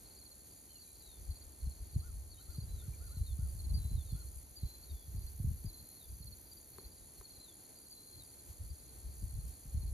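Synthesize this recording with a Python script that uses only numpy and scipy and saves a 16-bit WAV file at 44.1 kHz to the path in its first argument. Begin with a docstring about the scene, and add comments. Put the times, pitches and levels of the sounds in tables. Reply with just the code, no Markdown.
"""A lawn in late summer: three katydids buzz, one also ticks; a ground cricket trills, field crickets chirp.
Katydids are noise gated by wing strokes; crickets are short tones falling in pitch.
Meadow birds whistle gliding tones, far yelps arch in pitch, two small knocks ring short modes.
Gusts buffet two microphone ports as low noise and pressure pulses.
Behind: far katydids, far crickets, blurred choirs, and the low wash of traffic and leaves."""
import sys
import numpy as np
from scipy import signal
from scipy.fft import rfft, irfft, next_fast_len
from scipy.io import wavfile
from scipy.ndimage import uniform_filter1d

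SR = 44100
rng = np.random.default_rng(int(sys.argv[2]) if len(sys.argv) > 2 else 0)


def materialize(psi):
    """Save the field psi as 16-bit PCM at rate SR to the path in sys.argv[1].

    A 1-D psi becomes a single channel; in a 2-D psi each row is a channel.
    """
    bounded = np.clip(np.atleast_2d(psi).T, -1, 1)
    quanta = np.round(bounded * 32767).astype(np.int16)
    wavfile.write(sys.argv[1], SR, quanta)


N = 437913
SIZE = next_fast_len(N + 4096)
HZ = np.maximum(np.arange(SIZE // 2 + 1) * SR / SIZE, 1)   # FFT bins, kept above 0 for the log


def from_db(db):
    """Decibels to gain."""
    return 10 ** (np.asarray(db) / 20)


def rms_one(x):
    """Scale to unit power."""
    return x / np.sqrt(np.mean(x ** 2) + 1e-20)


def in_time(rows, s):
    """Columns of a curve table, read at times s."""
    at, *columns = np.transpose(rows)
    return [np.interp(s, at, c) for c in columns]


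def at_hz(points, hz):
    """A spectrum table read on a log-frequency axis."""
    point_hz, value = np.transpose(points)
    return np.interp(np.log(hz), np.log(point_hz), value)


def drift(rate_hz):
    """Random drift of unit rms: noise through two equal poles at rate_hz, run at SR / 40."""
    r = np.exp(-80 * np.pi * rate_hz / SR)
    noise = rng.standard_normal(N // 40 + 2002)
    slow = signal.lfilter([1], [1, -2 * r, r * r], noise)[2000:]   # settled part
    return np.interp(np.arange(N) / 40, np.arange(len(slow)), rms_one(slow))


def port_noise(gate, colour_db):
    """Two unrelated gated noises, coloured by colour_db(Hz); rms 1."""
    spectrum = rfft(gate * rng.standard_normal((2, N)), SIZE)
    return rms_one(irfft(spectrum * from_db(colour_db(HZ)), SIZE)[:, :N])


def add(out, s, hz, gain, left_db, lead_rad):
    """Add a tone at time s: left louder by left_db, right ahead in phase by lead_rad."""
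    i = max(round(s * SR), 0)
    phase = 2 * np.pi * (np.cumsum(hz) / SR + rng.random())
    tone = gain * np.sin([phase, phase + lead_rad]) * from_db([[left_db / 2], [-left_db / 2]])
    out[:, i:i + len(hz)] += tone[:, :N - i]


# Katydid wing strokes: t/s, stroke rate/Hz, level/dB
KATYDID_A_STROKES = [(0, 79, -60), (1.3, 74, -60), (2.5, 74.1, -62), (3.5, 77, -57.5), (4.0, 72.3, -59.5),
                     (4.43, 70.8, -57), (4.46, 70.8, -95), (6.88, 76, -105), (6.93, 80, -62.5),
                     (7.5, 72, -62), (8.3, 74.8, -59), (8.8, 74.5, -61), (9.3, 70, -58), (9.93, 71, -63)]
KATYDID_B_STROKES = [(0, 64.6, -81), (1, 65.5, -81), (2, 68, -69), (3, 67, -66), (4, 66.6, -64.5),
                     (5, 65.6, -62.5), (6, 64.25, -61.5), (6.6, 65.5, -62.5), (7.5, 63.9, -63.5),
                     (8.3, 65.7, -68), (9.93, 64.3, -63)]
KATYDID_C_STROKES = [(4.3, 70, -93), (4.47, 69.6, -67), (5.0, 71.4, -63), (5.8, 70.4, -60),
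                     (6.4, 69.9, -62), (6.88, 67.6, -62.5), (6.95, 68, -95)]
# Wing colours: f/Hz, relative density/dB
WING_A_COLOUR = [(5200, -24.5), (6200, -15), (7500, 0), (8400, -7), (9200, 5), (10000, 3), (11000, -1),
                 (12500, -5), (13500, -9.5), (14400, -5.5), (15500, -16), (17000, -21)]
WING_B_COLOUR = [(7000, -38), (9000, -5.5), (10300, -1), (11500, -6), (13000, -14.5), (14400, -18),
                 (17000, -24)]
WING_C_COLOUR = [(7000, -31), (9000, -6), (10500, -2), (12000, 0), (13000, -4), (14400, -4), (17000, -12)]


def katydids():
    """Three singers, each with its own stroke rate and wing resonance."""
    return (katydid(KATYDID_A_STROKES, WING_A_COLOUR, closing=0.66, swell=0.99, rest_db=-10)
            + katydid(KATYDID_B_STROKES, WING_B_COLOUR, closing=0.6, swell=1.1, rest_db=-13)
            + katydid(KATYDID_C_STROKES, WING_C_COLOUR, closing=0.61, swell=1.3, rest_db=-13))


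def katydid(strokes, colour, closing, swell, rest_db):
    """The scrape swells over the closing share of each stroke cycle, then falls off fast to a floor."""
    rate_hz, level_db = in_time(strokes, np.arange(N) / SR)
    cycle = (np.cumsum(rate_hz) / SR + rng.random()) % 1
    rise = (cycle / closing) ** swell
    fall = np.exp((closing - cycle) / 0.072)
    gate = np.where(cycle < closing, rise, fall) + from_db(rest_db)
    gate = gate * from_db(1.1 * drift(36))
    return from_db(level_db) * port_noise(gate, lambda hz: at_hz(colour, hz))


# Wing flicks: t/s, peak level/dB
TICK_TIMES = [(4.915, -61), (5.083, -62), (5.168, -55), (5.263, -51), (5.428, -51), (5.518, -61),
              (5.637, -54), (5.771, -52), (5.887, -51), (6.001, -60), (6.114, -54), (6.241, -60),
              (6.368, -57), (6.531, -49), (6.659, -66), (6.781, -52)]


def ticks():
    """Single 7 ms flicks of the first katydid's wing."""
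    gate, flick = np.zeros(N), np.hanning(round(0.007 * SR))
    for s, db in TICK_TIMES:
        gate[round(s * SR):][:len(flick)] = from_db(db) * flick
    gate_rms = np.sqrt(np.mean(gate ** 2))   # restores the level that port_noise evens out
    return gate_rms * port_noise(gate, lambda hz: at_hz(WING_A_COLOUR, hz))


def cricket(chirps, strokes, start_hz, fall_hz, left_db, lead_rad):
    """A chirp is wing strokes (delay/s, level/dB), each a pure tone falling in pitch."""
    out, u = np.zeros((2, N)), np.linspace(0, 1, round(0.0271 * SR))
    hump = np.sin(np.pi * u) ** 1.03
    for s, db in chirps:
        for delay_s, stroke_db in strokes:
            gain = from_db(db + stroke_db + rng.normal(0, 2.5)) * hump
            add(out, s + delay_s, start_hz - fall_hz * u, gain, left_db, lead_rad)
    return out


# Ground cricket, one row: pulse rate/Hz, start f/Hz, fall/Hz, level/dB before the stroke offset
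TRILL_PULSES = (24, 6947, 254, -67.5)


def trill():
    """Ground cricket: evenly spaced pulses of uneven strength."""
    rate_hz, start_hz, fall_hz, db = TRILL_PULSES
    pulses = [(s, db + rng.normal(0, 0.8)) for s in np.arange(.018, N / SR, 1 / rate_hz)]
    return cricket(pulses, [(0, 0.11)], start_hz, fall_hz, left_db=0.58, lead_rad=1.45)


# Field cricket chirps: t/s, level/dB before the stroke offsets
RIGHT_CHIRPS = [(0.204, -57.5), (0.701, -58.5), (1.303, -59.5), (1.89, -60.5), (2.493, -56), (3.059, -59),
                (3.588, -58), (4.091, -61), (4.603, -60), (5.158, -60), (5.684, -59.5), (6.215, -57),
                (6.733, -61), (7.25, -62), (7.752, -62), (8.278, -63), (8.781, -62.5), (9.291, -64),
                (9.76, -63)]
AHEAD_CHIRPS = [(.05, -60.5), (.945, -63), (1.6, -63), (2.4, -63.5), (3.15, -64), (4.1, -61.5), (4.82, -72),
                (5.63, -68.5), (7.06, -76), (7.535, -71), (8.07, -77), (8.94, -69.5), (9.39, -69),
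                (9.715, -67)]
HIGH_CHIRPS = [(.07, -61.5), (.52, -68), (.95, -67), (1.31, -69), (1.76, -70), (2.52, -61), (2.98, -66),
               (3.38, -68), (4.64, -68), (5.17, -64.5), (6.03, -65), (6.46, -63), (6.86, -62.5),
               (7.28, -69), (7.77, -65), (8.19, -64.5), (8.645, -64), (9.105, -69), (9.52, -71)]


def field_crickets():
    """Three chirpers, told apart by stroke pattern, pitch and direction."""
    right_strokes = [(0, .1), (.049, 1.5), (.1035, 2.5)]
    ahead_strokes = [(0, 1), (.052, 0.5), (.105, 2.5), (.162, 0.5)]
    high_strokes = [(0, -1), (.05, .1), (.102, .1)]
    return (cricket(RIGHT_CHIRPS, right_strokes, 4500, 425, left_db=-4, lead_rad=1.92)
            + cricket(AHEAD_CHIRPS, ahead_strokes, 4500, 444, left_db=1.7, lead_rad=.3)
            + cricket(HIGH_CHIRPS, high_strokes, 4780, 230, left_db=4.5, lead_rad=0.41))


# Phrase openings, a high chip dropping into a held note: t/s, chip f/Hz, chip level/dB, held start f/Hz,
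# held end f/Hz, held length/s, held level/dB, right channel phase lead/(rad per kHz above 3.3 kHz)
BIRD_OPENINGS = [(.785, 4580, -65, 3970, 4075, .16, -72.5, 0.44),
                 (2.293, 4490, -65, 3740, 4010, 0.1, -71.5, 0.36),
                 (3.034, 4170, -87, 4000, 4030, 0.16, -72, 1.66),
                 (3.738, 4610, -52.5, 3970, 4160, 0.19, -66, 1.8),
                 (4.557, 4630, -59, 4020, 4170, 0.22, -70, 1.7),
                 (5.653, 4744, -62, 4050, 4230, 0.243, -70.5, 1.5),
                 (6.94, 4380, -82, 3860, 3950, 0.069, -77, .4),
                 (7.9, 4600, -57, 4070, 4220, .21, -65, 1.87)]
# Phrase closings, a slur that waits, then slides down: t/s, top f/Hz, wait/s, length/s, goal f/Hz,
# start level/dB, right channel phase lead/(rad per kHz above 3.3 kHz)
BIRD_SLURS = [(0.683, 3200, 0.055, .11, 2470, -75.5, 0.46), (1.02, 4080, .045, 0.16, 3470, -67.5, .4),
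              (2.683, 4110, 0.092, 0.14, 3180, -66.5, 0.36), (3.225, 4290, 0.014, 0.11, 3260, -66.5, 1.8),
              (3.925, 4140, 0.024, .11, 3250, -66.5, .4), (4.003, 4400, 0.022, .2, 3330, -68.5, 1.2),
              (4.815, 4540, .03, .24, 3370, -66.5, 1.2), (5.951, 4380, 0.024, 0.12, 3270, -68, 1),
              (7.32, 4290, 0.039, 0.059, 2880, -64.5, .4), (7.394, 4200, 0.051, .135, 3180, -64, .4),
              (8.167, 4300, 0.027, 0.065, 3100, -62, 2.1)]
# Single peeps: t/s, length/s, start f/Hz, end f/Hz, level/dB
BIRD_PEEPS = [(0.871, 0.03, 2420, 2420, -73), (2.368, .035, 3060, 3100, -77),
              (2.923, 0.026, 2410, 2350, -75), (7.17, 0.0295, 4450, 4080, -69),
              (7.24, .04, 4420, 4150, -64)]
# Echoes off the ground and trees: delay/s, level/dB
BIRD_ECHOES = [(.011, -10), (0.026, -13.5)]
CHIP_S, DROP_S = 0.028, 0.0257
DROOP_HZ_PER_S, SLIDE_S = 1870, 0.053   # droop while waiting; time constant of the slide
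SCOOP_HZ, SCOOP_S, FADE_DB_PER_S = 200, .012, 44   # upward scoop at the start
BIRD_LEFT_DB, BIRD_EDGE_S, WAVER_HZ = 3.3, 0.0077, 14.7


def birds():
    """Soft-ended, wavering whistles; moving air makes them flutter, ground and trees echo them."""
    out, waver_hz = np.zeros((2, N)), WAVER_HZ * drift(30)

    def whistle(s, hz, db, lead_per_khz):
        """Pure tone along a smoothed pitch curve."""
        t = np.arange(len(hz)) / SR
        ends = np.clip(np.minimum(t, t[-1] - t) / BIRD_EDGE_S, 0, 1)
        pitch_hz = uniform_filter1d(hz, size=300) + waver_hz[round(s * SR):][:len(hz)]
        gain = np.sqrt(2) * from_db(db) * ends   # level is rms
        add(out, s, pitch_hz, gain, BIRD_LEFT_DB, lead_per_khz * (hz - 3300) / 1000)

    for s, chip_hz, chip_db, held_hz, end_hz, held_s, held_db, lead in BIRD_OPENINGS:
        turns = np.cumsum([0, CHIP_S, DROP_S, held_s])
        t = np.arange(0, turns[-1], 1 / SR)
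        hz = np.interp(t, turns, [chip_hz, chip_hz, held_hz, end_hz])
        whistle(s, hz, np.interp(t, turns, [chip_db, chip_db, held_db, held_db]), lead)
    for s, top_hz, wait_s, length_s, goal_hz, db, lead in BIRD_SLURS:
        t = np.arange(0, length_s, 1 / SR)
        drooping_hz = top_hz - DROOP_HZ_PER_S * np.minimum(t, wait_s)
        slide = np.exp(-np.maximum(t - wait_s, 0) / SLIDE_S)
        scoop_hz = SCOOP_HZ * np.exp(-t / SCOOP_S)
        hz = goal_hz + (drooping_hz - goal_hz) * slide - scoop_hz
        whistle(s, hz, db - FADE_DB_PER_S * t, lead)
    for s, length_s, start_hz, end_hz, db in BIRD_PEEPS:
        whistle(s, np.linspace(start_hz, end_hz, round(length_s * SR)), db, 0.32)
    echoes = sum(from_db(db) * np.roll(out, round(s * SR), axis=1) for s, db in BIRD_ECHOES)
    return (out + echoes) * from_db(3.5 * drift(40))


# Far yelps: t/s, length/s, top f/Hz, level/dB before a 1 dB trim
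YELP_ARCHES = [(2.015, 0.11, 1460, -69), (2.387, .06, 1470, -75), (2.469, .1, 1430, -71),
               (2.745, .05, 1490, -76), (2.8, 0.089, 1470, -72), (2.994, .12, 1480, -71),
               (3.099, .11, 1470, -71.5), (3.375, 0.12, 1460, -72), (4.138, 0.12, 1460, -69.5)]


def yelps():
    """Pitch arches up and down; only the strongest partial carries this far."""
    out = np.zeros((2, N))
    for s, length_s, top_hz, db in YELP_ARCHES:
        u = np.linspace(-1, 1, round(length_s * SR))
        hz = top_hz * (1 - 0.26 * (u + 0.072) ** 2)
        add(out, s, hz, from_db(db - 1.0) * (1 - u ** 6), left_db=3.0, lead_rad=1.2)
    return out * from_db(3.6 * drift(90))   # a rough throat and moving air


# Knocks: t/s, strike level/dB
KNOCK_STRIKES = [(6.7833, -46.5), (7.2108, -51.5)]
# Modes struck: f/Hz, relative level/dB, t60/s
STRUCK_MODES = [(373, 1.5, 0.03), (730, -1, 0.0047), (1110, 3.5, 0.01), (2000, -7, 0.0034),
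                (3800, -9, 0.0039)]
KNOCK_LAG_CYCLES = 1.1   # low modes speak later


def knocks():
    """Each knock and its quick rebound strike the same short modes."""
    clicks = np.zeros(N)
    for s, db in KNOCK_STRIKES:
        clicks[round(s * SR)] = from_db(db)
        clicks[round((s + .0035) * SR)] = -from_db(db - 11)
    out = np.zeros(N)
    for hz, db, t60_s in STRUCK_MODES:
        r, w = from_db(-60 / (t60_s * SR)), 2 * np.pi * hz / SR
        late = np.roll(clicks, round(KNOCK_LAG_CYCLES * SR / hz)) + 1e-18   # offset avoids denormals
        out += signal.lfilter([0, from_db(db) * np.sin(w)], [1, -2 * r * np.cos(w), r * r], late)
    soft = signal.sosfilt(signal.butter(2, 4200, fs=SR, output="sos"), out)   # soft contact: less treble
    return soft * from_db([[2.5], [-2.5]])


# Rising and falling wind under the puffs: t/s, rumble level/dB
BREEZE_LEVEL = [(0, -67.5), (1.0, -66), (1.5, -66), (2.1, -48), (2.42, -60), (2.7, -50), (3.3, -46),
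                (3.9, -43), (4.3, -50), (4.5, -61), (5.0, -58), (5.3, -49), (5.6, -47), (5.9, -73),
                (6.4, -65.5), (7.2, -68), (7.6, -84), (8.4, -69), (8.9, -59.5), (9.35, -42.5), (9.6, -66),
                (9.75, -45), (9.93, -38.5)]
# Puffs: peak t/s, rumble level/dB, length/s, upper rumble re rumble/dB
WIND_PUFFS = [(0.047, -61, .06, -7), (1.085, -56, 0.055, -13), (1.223, -50, 0.13, -11),
              (1.3, -37.5, 0.065, -16), (1.453, -50, 0.12, -33), (1.66, -35.5, 0.085, -21),
              (1.823, -40.5, 0.043, -22), (1.974, -35.5, 0.068, -6.5), (2.16, -44, 0.2, -19),
              (2.32, -49, 0.055, -25), (2.497, -41.5, 0.029, -17), (2.636, -41.5, 0.17, -10),
              (2.748, -41, 0.089, -29), (2.883, -45.5, 0.086, -3), (3.022, -40.5, 0.054, -13),
              (3.148, -45, 0.041, -10), (3.215, -33.5, 0.046, -11), (3.323, -38.5, 0.087, -22),
              (3.44, -31.5, 0.067, -14), (3.67, -39.5, 0.098, -24), (3.752, -28.5, 0.099, -10.5),
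              (3.863, -43, 0.046, -6), (3.955, -33, 0.095, -10.5), (4.14, -37, 0.056, -7),
              (4.27, -47, 0.046, -24), (4.365, -41, 0.034, -28), (4.647, -33.5, 0.041, -7.5),
              (4.931, -40.5, 0.07, -37), (5.096, -45, .06, -8.5), (5.17, -35, 0.072, -10.5),
              (5.26, -44, .1, -18), (5.48, -33, .11, -6), (5.665, -35, 0.037, -9), (5.812, -53, .08, -8.5),
              (6.119, -43.5, .1, -15), (6.26, -50, 0.18, -4.5), (6.864, -50.5, 0.042, -23),
              (7.02, -58, .06, -18), (7.208, -53.5, 0.048, -26), (7.377, -64, .08, -8),
              (8.18, -62, 0.13, 2), (8.498, -50, 0.08, -9), (8.633, -41.5, 0.079, -19),
              (8.715, -41, 0.047, -9.5), (8.976, -56, 0.071, -14), (9.076, -43.5, 0.069, -27),
              (9.241, -35, 0.055, -10), (9.375, -41.5, 0.09, -5), (9.467, -41.5, .1, -12),
              (9.679, -44.5, 0.046, -10), (9.767, -32.5, .06, -9.5), (9.86, -39, .07, -28)]
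BREEZE_UPPER_DB = -11   # upper rumble re rumble
PUFF_RISE, PUFF_EDGE_DB = 0.47, 11   # share of the length before the peak; fall at either end


def gusts():
    """Gains of rumble and upper rumble: breeze and puffs, summed in power."""
    s = np.arange(N) / SR
    breeze_db, = in_time(BREEZE_LEVEL, s)
    power = from_db(2 * breeze_db) * from_db([[0], [2 * BREEZE_UPPER_DB]])
    for at, db, length_s, upper_db in WIND_PUFFS:
        start, stop = at - 2 * length_s, at + 2 * length_s
        near = slice(max(round(start * SR), 0), round(stop * SR))
        u = (s[near] - at) / length_s
        off = np.where(u < 0, -u / PUFF_RISE, u / (1 - PUFF_RISE))
        puff_db = db - PUFF_EDGE_DB * off ** 1.63
        power[:, near] += from_db(2 * puff_db) * from_db([[0], [2 * upper_db]])
    return np.sqrt(power)


def evened(x, span_s):
    """Noise with its swells longer than span_s levelled out."""
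    local_power = uniform_filter1d(x ** 2, round(span_s * SR))
    return rms_one(x / np.sqrt(local_power + 0.046))


# Wind colours: f/Hz, relative density/dB
RUMBLE_COLOUR = [(15, -33), (30, -13.5), (45, 3.5), (70, 4.5), (95, -8), (130, -30), (200, -71)]
UPPER_RUMBLE_COLOUR = [(60, -35.5), (95, 8.5), (125, 0.5), (170, -8.5), (240, -20.5), (330, -33.5),
                       (500, -74)]
# Eddies bursting on the ports: t/s, level/dB (peak before a 1 dB lift and random side gains)
EDDY_THUMPS = [(1.668, -36.5), (1.959, -27), (2.582, -31.5), (2.879, -37.5), (3.167, -37.5), (3.388, -34),
               (3.55, -44), (3.741, -33), (3.847, -38.5), (3.914, -37.5), (4.123, -34), (4.63, -34.5),
               (5.144, -36.5), (5.398, -31.5), (5.443, -29), (5.645, -32.5), (6.202, -43), (8.627, -47.5),
               (9.654, -46), (9.744, -35.5), (9.83, -41.5)]
THUMP_HZ = 130.6   # low-pass corner: sharpness of the pulse


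def wind():
    """Lumpy low noise under the gusts; each burst eddy is a pressure pulse through a bass cut."""
    rumble_gain, upper_gain = gusts()
    rumble = evened(port_noise(1, lambda hz: at_hz(RUMBLE_COLOUR, hz)), span_s=0.056)
    upper = evened(port_noise(1, lambda hz: at_hz(UPPER_RUMBLE_COLOUR, hz)), span_s=0.043)
    low = rumble_gain * from_db(1.6 * drift(18)) * rumble
    low = low + upper_gain * from_db(2.95 * drift(25)) * upper
    out = signal.sosfilt(signal.butter(4, 500, fs=SR, output="sos"), ports(low))

    click = np.eye(1, SR // 3)[0]
    rounded = signal.sosfilt(signal.butter(4, THUMP_HZ, fs=SR, output="sos"), click)
    thump = signal.sosfilt(signal.butter(6, 62, "high", fs=SR, output="sos"), rounded)
    thump = thump / np.abs(thump).max()
    for s, db in EDDY_THUMPS:
        sign, side = rng.normal(0, 1, 2)
        pulse = np.sign(sign) * from_db(db + 1.0) * thump
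        i = round(s * SR)
        out[:, i:i + len(pulse)] += pulse[:N - i] * from_db([[1.2 * side], [-.7 * side]])
    return out


# Far katydids' colour: f/Hz, relative density/dB
FAR_WING_COLOUR = [(5200, -17), (6300, -7.5), (7800, -3.5), (9200, -2), (10200, -9.5), (11500, -2.5),
                   (13000, -5), (14400, -10), (15600, -6.5), (17000, -6)]
FAR_KATYDIDS_DB = -63


def far_katydids():
    """Many wings blur into drifting treble noise."""
    noise = port_noise(from_db(2.1 * drift(10)), lambda hz: at_hz(FAR_WING_COLOUR, hz))
    return from_db(FAR_KATYDIDS_DB) * noise


def far_crickets(count):
    """Each has its own pitch, pace, place and level."""
    out = 0
    for pitch, pace, level, side in rng.random((count, 4)):
        starts = np.arange(pace * .5, N / SR - .25, .45 + 0.34 * pace)
        chirps = [(s + rng.normal(0, 0.037), -68.5 - 5.4 * level) for s in starts]
        strokes = [(0, -1.3), (.05, .1), (.102, .1)]
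        left_db, lead_rad = 1 + 6 * (side - .5), 1.8 * (side - .5)
        out = out + cricket(chirps, strokes, 4500 + 330 * pitch, 340, left_db, lead_rad)
    return out


def peak(centre_hz, width_hz):
    """A resonance passed twice, as dB over frequency."""
    return lambda hz: -20 * np.log10(1 + (2 * (hz - centre_hz) / width_hz) ** 2)


# Blurred choirs of far crickets: f/Hz, width/Hz, level/dB, flicker/dB
CRICKET_CHOIRS = [(4383, 590, -74, 0.5), (6140, 82, -79.5, 2.5), (6900, 1270, -71.5, 0.5),
                  (10010, 250, -70, 2)]


def choirs():
    """Far chirps blurred into flickering noise bands."""
    out = 0
    for hz, width_hz, db, flicker_db in CRICKET_CHOIRS:
        out = out + from_db(db + flicker_db * drift(17)) * port_noise(1, peak(hz, width_hz))
    return out


# Far traffic and leaves: f/Hz, relative density/dB
AIR_COLOUR = [(15, -29), (25, -9), (81, 2), (164, -5), (338, -5), (556, -11), (836, -13.5), (1120, -19.5),
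              (2540, -23.5), (2970, -34), (3250, -24), (3730, -25), (4370, -15.5), (5000, -28), (5600, -29),
              (7280, -50), (12300, -120)]
AIR_DB = -63.5


def air():
    """Far traffic and leaves: slowly drifting coloured noise."""
    return from_db(AIR_DB + 1.0 * drift(1.65)) * port_noise(1, lambda hz: at_hz(AIR_COLOUR, hz))


# Stereo phase of the spread-out sound: f/Hz, right channel ahead of left/half turns
STEREO_PHASE = [(20, 0), (5500, 0), (6050, .1), (7050, .5), (7650, 1), (8650, 1), (9650, 1.47),
                (10200, 1.63), (10950, 2), (12450, 2), (13250, 2.55), (13950, 3), (17000, 3)]
# Likeness of the channels: f/Hz, share of sound common to both
STEREO_LIKENESS = [(20, 0.95), (150, 0.78), (350, 0.8), (700, 0.24), (1300, 0.053), (2400, 0.57),
                   (3300, 0.8), (4300, 0.39), (5200, 0.55), (6100, 0.74), (7000, 1), (7700, 1), (8600, 1),
                   (9300, 0.98), (10300, 1), (11000, 0.98), (12400, 1), (13200, 0.82), (14000, 1)]


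def ports(pair):
    """Spread-out sound in stereo: one noise is common to both channels, the other opposed."""
    alike = np.clip(at_hz(STEREO_LIKENESS, HZ), 0, 1)
    common, apart = rfft(pair, SIZE) * np.sqrt([1 + alike, 1 - alike]) / np.sqrt(2)
    phase_turn = np.exp(1j * np.pi * at_hz(STEREO_PHASE, HZ))
    return irfft([common + apart, (common - apart) * phase_turn], SIZE)[:, :N]


def scene():
    """Spread-out sources share one stereo spread; the others bring their own direction."""
    spread = katydids() + ticks() + far_katydids() + choirs() + air()
    insects = trill() + field_crickets() + far_crickets(count=7)
    return ports(spread) + insects + birds() + yelps() + knocks() + wind()


def record(dry):
    """Steep low-pass at 15.75 kHz."""
    return signal.sosfilt(signal.ellip(12, .5, 70, 15750, fs=SR, output="sos"), dry)


dry = scene()
out = record(dry)
materialize(out)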